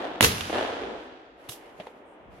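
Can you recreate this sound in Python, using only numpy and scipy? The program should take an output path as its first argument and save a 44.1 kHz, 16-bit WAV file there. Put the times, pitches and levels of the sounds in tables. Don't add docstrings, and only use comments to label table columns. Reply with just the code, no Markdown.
import sys
import numpy as np
from scipy import signal
from scipy.fft import rfft, irfft
from scipy.io import wavfile

SR = 44100
rng = np.random.default_rng(int(sys.argv[2]) if len(sys.argv) > 2 else 0)


def bounce(signal):
    frames = np.transpose(np.atleast_2d(signal))
    limited = np.clip(frames, -1, 1)
    pcm = np.round(limited * 32767).astype(np.int16)
    wavfile.write(sys.argv[1], SR, pcm)


N = 105840

# t/s, level/dB, push length/s, rise/s, suction factor
BLAST_PULSES = [(.2083, 9.5, .00019, .00006, 1.4), (0.2111, -2.5, 0.00063, 0.0004, 1.1)]
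# f/Hz, level/dB
CLOTH_TONE = [(500, -16), (2000, 12), (4000, 0.5), (6500, -7), (9000, -10.5), (11500, -6.5), (15000, -33)]
# f/Hz, side level against the middle/dB
NEAR_SPREAD = [(60, -20), (150, -24.5), (380, -6), (950, 7), (2400, -2), (6000, 0), (15000, 1)]
FAR_SPREAD = [(60, -1), (150, -18), (380, -12.5), (950, -1.5), (2400, 0), (6000, 0.5), (15000, -2)]


def amp(db):
    return 10 ** (np.asarray(db) / 20)


def look_up(points, hz):
    f, value = np.transpose(points)
    return np.interp(np.log(hz + 1), np.log(f + 1), value)


def since(start):
    return np.arange(N) / SR - start


def fall(t, t60, rise=.0002):
    return np.clip(t / rise, 0, 1) * amp(-60 * np.maximum(t, 0) / t60)


def arch(start, length):
    return np.sin(np.pi * np.clip(since(start) / length, 0, 1))


def pan(db):
    return amp(np.array([[db], [-db]]) / 2)


def colour(x, tone, size=4096):
    log_gain = np.log(amp(np.maximum(look_up(tone, abs(np.fft.fftfreq(size, 1 / SR))), -100)))
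    taps = np.fft.ifft(np.exp(np.conj(signal.hilbert(log_gain)))).real[:size // 2]
    return signal.fftconvolve(x, taps[None] / np.linalg.norm(taps), axes=1)[:, :N]


def scatter(tone, width, grain_db=0):
    noise = rng.standard_normal((2, N))
    noise *= amp(grain_db * np.minimum(rng.exponential(1, N), 5))
    mid, side = noise / noise.std()
    side = irfft(rfft(side) * amp(look_up(width, np.fft.rfftfreq(N, 1 / SR))), N)
    return colour(np.array([mid + side, mid - side]), tone)


def die_away(x, start, fade_times, size=512):
    hz, t, bands = signal.stft(x, SR, nperseg=size)
    fade = amp(-60 * np.maximum(t - start, 0) / look_up(fade_times, hz)[:, None])
    return signal.istft(bands * fade, SR, nperseg=size)[1][:, :N]


def impulses(rows, smear, smear_t60):
    out = np.zeros((2, N))
    for start, db, lean_db in rows:
        spray = rng.standard_normal((2, N)) * fall(since(start), smear_t60)
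        spike = signal.unit_impulse(N, round(start * SR))
        hit = spike + smear * spray / np.linalg.norm(spray[0])
        out += amp(db) * pan(lean_db) * hit / np.hypot(1, smear)
    return out


def foliage(x, treble_db, split_hz=433):
    low = signal.sosfilt(signal.butter(1, split_hz, fs=SR, output="sos"), x)
    return low + amp(treble_db) * (x - low)


def distant_wash():
    tone = [(15, -40.5), (30, -8.5), (110, -17), (170, -13), (300, 0.5), (450, -0.5), (700, -1.5),
            (1000, -8.5), (1600, -15), (2300, -19.5), (3300, -24.5), (4400, -42), (8500, -49.5),
            (16000, -57.5)]
    recorder_gain = [(0, 12), (.5, 6.5), (1.33, -5), (1.45, 2.5), (1.651, 3), (2.4, 1)]  # t/s, gain/dB
    gain_db = np.interp(since(0), *np.transpose(recorder_gain))
    return amp(-53 + gain_db) * scatter(tone, FAR_SPREAD)


def wind():
    puffs = [(1.708, 0.21, -63.5), (2.186, 0.26, -56)]  # t/s, length/s, level/dB
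    tone = [(20, -18), (45, 4), (90, -4.5), (200, -3.5), (600, -67)]  # f/Hz, level/dB
    return sum(amp(db) * arch(start, length) for start, length, db in puffs) * scatter(tone, FAR_SPREAD)


def clothes():
    # t/s, length/s, level/dB, swish f/Hz, swish against rustle/dB
    moves = [(.96, 0.13, -69, 8000, -12), (1.367, 0.27, -62, 11000, -23), (1.507, 0.26, -62, 2900, -8),
             (1.733, .2, -61.5, 6730, -17), (1.876, .16, -71, 6000, -27), (2.046, 0.12, -83, 8730, 4),
             (2.3, .13, -64, 4000, -23)]
    out = np.zeros((2, N))
    for start, length, db, hz, swish_db in moves:
        swish = scatter([(hz / 2, -35), (hz, 0), (hz * 2, -45)], NEAR_SPREAD)
        rustle = scatter(CLOTH_TONE, NEAR_SPREAD, grain_db=4)
        out += amp(db) * arch(start, length) ** .69 * (rustle + amp(swish_db) * swish)
    return out


def far_trees():
    swell = (0.83, 0.16, -33.5)  # t/s, length/s, level/dB
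    tone = [(100, -33), (200, -5), (310, 0), (520, -3.5), (900, -11), (3000, -69.5)]  # f/Hz, level/dB
    start, length, db = swell
    level = amp(db) * arch(start, length) * fall(since(start), t60=1.24)
    return level * scatter(tone, FAR_SPREAD, grain_db=4.5)


def slope_booms(hz=80.1, length_s=.018):
    booms = [(0.407, -34), (0.702, -46)]  # t/s, level/dB
    return sum(amp(db) * arch(start, length_s) * np.sin(2 * np.pi * hz * since(start))
               for start, db in booms)


def forest():
    trunk_echoes = [(0.4978, -1.5, -6.5), (0.5014, -3.5, -27), (0.504, 1, -30), (0.5243, -17, -3),
                    (.5298, -11, 6.5), (0.5465, -17.5, 15), (0.5843, -2, 2.5), (0.5928, -9, 5),
                    (0.6107, -2, -5.5)]
    rolls = [(0, -34.5, 0.00069, 0.038, 0), (0.517, -30.5, 0.015, 0.069, 2.5),
             (0.806, -36, 0.014, 0.02, -8.5)]
    tone = [(24, -48), (45, -10), (70, -19), (130, -25), (210, -9), (320, 1), (500, 0), (730, 0.5),
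            (1100, -9.5), (1700, -10.5), (2200, -17), (3400, -16.5), (5000, -31), (7700, -41),
            (11300, -46.5), (14000, -61.5), (16000, -87)]
    fade_times = [(80, 2.3), (300, 1.6), (800, 1.395), (2500, 1.43), (5000, 1.6), (12000, 0.31)]  # f/Hz, t60/s
    claps = sum(foliage(impulses([(start, db, 0)], smear=.41, smear_t60=.031), treble_db)
                for start, db, treble_db in trunk_echoes)
    out = colour(claps, tone)
    for start, db, rise, hold, treble_db in rolls:
        roll = die_away(scatter(tone, FAR_SPREAD, grain_db=5), start + rise + hold, fade_times)
        out += amp(db) * np.clip(since(start) / rise, 0, 1) * foliage(roll, treble_db)
    return out


def knocks(rise_s=.0013):
    # t/s, ring level/dB, ring f/Hz, low ring f/Hz, low ring level/dB, clatter/dB, tick/dB
    hits = [(1.49, -56, 374, 121, -38, -71, -67), (1.7990, -28.5, 640, 189, -36, -36.5, -72),
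            (1.8690, -26.5, 870, 470, -33.5, -46, -47)]
    shell_tone = [(100, -25), (600, 11.5), (1000, -5), (1600, -6), (3400, -3.5), (5200, -22.5), (8000, -35),
                  (11000, -32), (16000, -48)]
    clatter = scatter(shell_tone, FAR_SPREAD, grain_db=2)
    tick = scatter(CLOTH_TONE, NEAR_SPREAD)
    out = np.zeros((2, N))
    for start, db, hz, low_hz, low_db, clatter_db, tick_db in hits:
        t = since(start)
        low_t60 = .073 * 140 / low_hz
        out += amp(db) * fall(t, .016, rise_s) * np.sin(2 * np.pi * hz * t)
        out += amp(low_db) * fall(t, low_t60, rise_s) * np.sin(2 * np.pi * low_hz * t)
        out += amp(clatter_db) * fall(t, .082, rise_s) * clatter
        out += amp(tick_db) * fall(t, .011) * tick
    return out


def gun_opening(hiss_hold_s=.047, hiss_t60_s=.17):
    clicks = [(1.4885, -24.5, 9), (1.4905, -17.5, -4), (1.4937, -13.5, -1), (1.4960, -20, -9),
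              (1.4982, -29, 3), (1.5208, -21, -2)]
    steel_tone = [(180, -39), (300, -14), (398, -25), (1150, 1.5), (2210, -6.5), (2650, 0.5), (3760, 3),
                  (4830, -12), (6850, -11), (7440, -26), (8360, -6), (12900, -6.5), (16000, -50)]
    steel_rings = [(3030, -35, 0.038), (3830, -37, 0.048), (5350, -29, .06), (6100, -29, 0.081),
                   (8250, -34, 0.044), (10900, -28, .035)]
    hiss_tone = [(1180, -53), (2000, -28), (2880, 0), (3170, 0), (4260, -4.5), (5540, -3.5), (6470, -5.5),
                 (8190, -6), (9660, -9), (11200, -1), (16000, -17.5)]
    hits = impulses(clicks, smear=1.8, smear_t60=.011)
    t = since(0)
    ring = sum(amp(db) * fall(t, t60) * np.sin(2 * np.pi * hz * t) for hz, db, t60 in steel_rings)
    ringing = amp(-2.5) * signal.fftconvolve(hits, ring[None], axes=1)[:, :N]
    t = since(clicks[0][0])
    hiss_db = -46.5 - 60 * np.maximum(t - hiss_hold_s, 0) / hiss_t60_s
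    hiss = np.clip(t / .004, 0, 1) * amp(hiss_db) * scatter(hiss_tone, NEAR_SPREAD, grain_db=2.5)
    return colour(hits, steel_tone) + ringing + hiss


def ground(peak_s=.2465, rise_db_per_s=285, fall_db_per_s=292.5):
    roar_tone = [(18, -41), (35, -9), (85, 6), (135, -9.5), (260, -5.5), (460, -5), (780, -20.5),
                 (1400, -17.5), (2000, -13), (2800, -13), (5300, -17.5), (6700, -17), (8000, -24.5),
                 (11100, -17.5), (16000, -34.5)]
    roar_fade = [(80, .22), (200, .9), (500, 4.6), (8000, 3.6)]
    field_tone = [(18, -50.5), (35, -27), (85, 2.5), (140, -8), (190, -1), (300, -12), (700, -23.5),
                  (1200, -19.5), (2000, -19.5), (2900, -16), (6200, -23.5), (8100, -32.5), (11100, -23.5),
                  (16000, -37.5)]
    field_fade = [(60, 1.3), (250, 1.1), (1500, 2.62), (4000, 1.36), (8000, 1.4), (14000, 0.52)]  # f/Hz, t60/s
    reflections = [(.2270, 8, -6.5), (.2396, -3, 1), (.2447, 4, 7.5), (.2454, 7, -4), (.3178, -5.5, 4),
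                   (.3835, -29, -5), (.4085, -6, -13.5)]
    slap_tone = [(40, -25.5), (120, -8.5), (400, -3), (800, 0), (1200, 0.5), (1800, -11.5), (2800, 2),
                 (4300, -3.5), (5300, -15.5), (6900, -8.5), (8000, -16), (11200, -11), (16000, -27)]
    air_loss = [(1500, 9), (4000, 2.5), (12000, .6)]
    t = since(peak_s)
    fired = np.clip(since(BLAST_PULSES[0][0]) / .003, 0, 1)
    swell = fired * amp(-16 + np.minimum(rise_db_per_s * t, -fall_db_per_s * t))
    roar = swell * die_away(scatter(roar_tone, NEAR_SPREAD, grain_db=1), peak_s, roar_fade)
    field = die_away(scatter(field_tone, NEAR_SPREAD, grain_db=3), peak_s, field_fade)
    tail = amp(-28.5) * np.clip(t / .045, 0, 1) * field
    slaps = colour(impulses(reflections, smear=3, smear_t60=.02), slap_tone)
    return roar + die_away(slaps, peak_s, air_loss) + tail


def blast(crack_lead_s=.0003):
    crack_tone = [(25, -35), (60, -7), (400, -11.5), (800, -8), (1300, 0), (1800, -2.5), (2800, 8),
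                  (3800, -8), (5000, -16.5), (6900, -13), (8000, -19), (10900, -7.5), (14000, -24),
                  (16000, -26)]
    noise = scatter(crack_tone, NEAR_SPREAD)
    out = np.zeros((2, N))
    for start, db, length, rise, suction in BLAST_PULSES:
        t = since(start)
        age = np.maximum(t, 0) / length
        pressure = np.clip(t / rise, 0, 1) * (1 - age) * np.exp(-age) * np.where(age > 1, suction, 1)
        crack = amp(-11) * noise * fall(t + crack_lead_s, t60=.0075, rise=.0007)
        out += amp(db) * (pressure + crack)
    return out


def scene():
    shot = blast() + ground() + slope_booms() + forest()
    handling = gun_opening() + knocks() + clothes()
    return shot + handling + distant_wash() + wind() + far_trees()


def record(dry, low_cut_hz=35, ceiling=.86, high_cut_hz=16100):
    lean = [(60, 0.5), (400, -0.5), (950, 1.5), (2400, -2), (6000, -1.5), (10000, -3.5), (15000, -8)]  # f/Hz, left minus right/dB
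    lean_db = look_up(lean, np.fft.rfftfreq(N, 1 / SR))
    x = irfft(rfft(dry) * amp(np.array([lean_db, -lean_db]) / 2), N)
    x = signal.sosfilt(signal.butter(2, low_cut_hz, "high", fs=SR, output="sos"), x)
    x = x / (1 + (x / ceiling) ** 4) ** .25
    high_cut = signal.firwin(511, high_cut_hz, window=("kaiser", 9), fs=SR)
    return signal.oaconvolve(x, high_cut[None], "same")


dry = scene()
out = record(dry)
bounce(out)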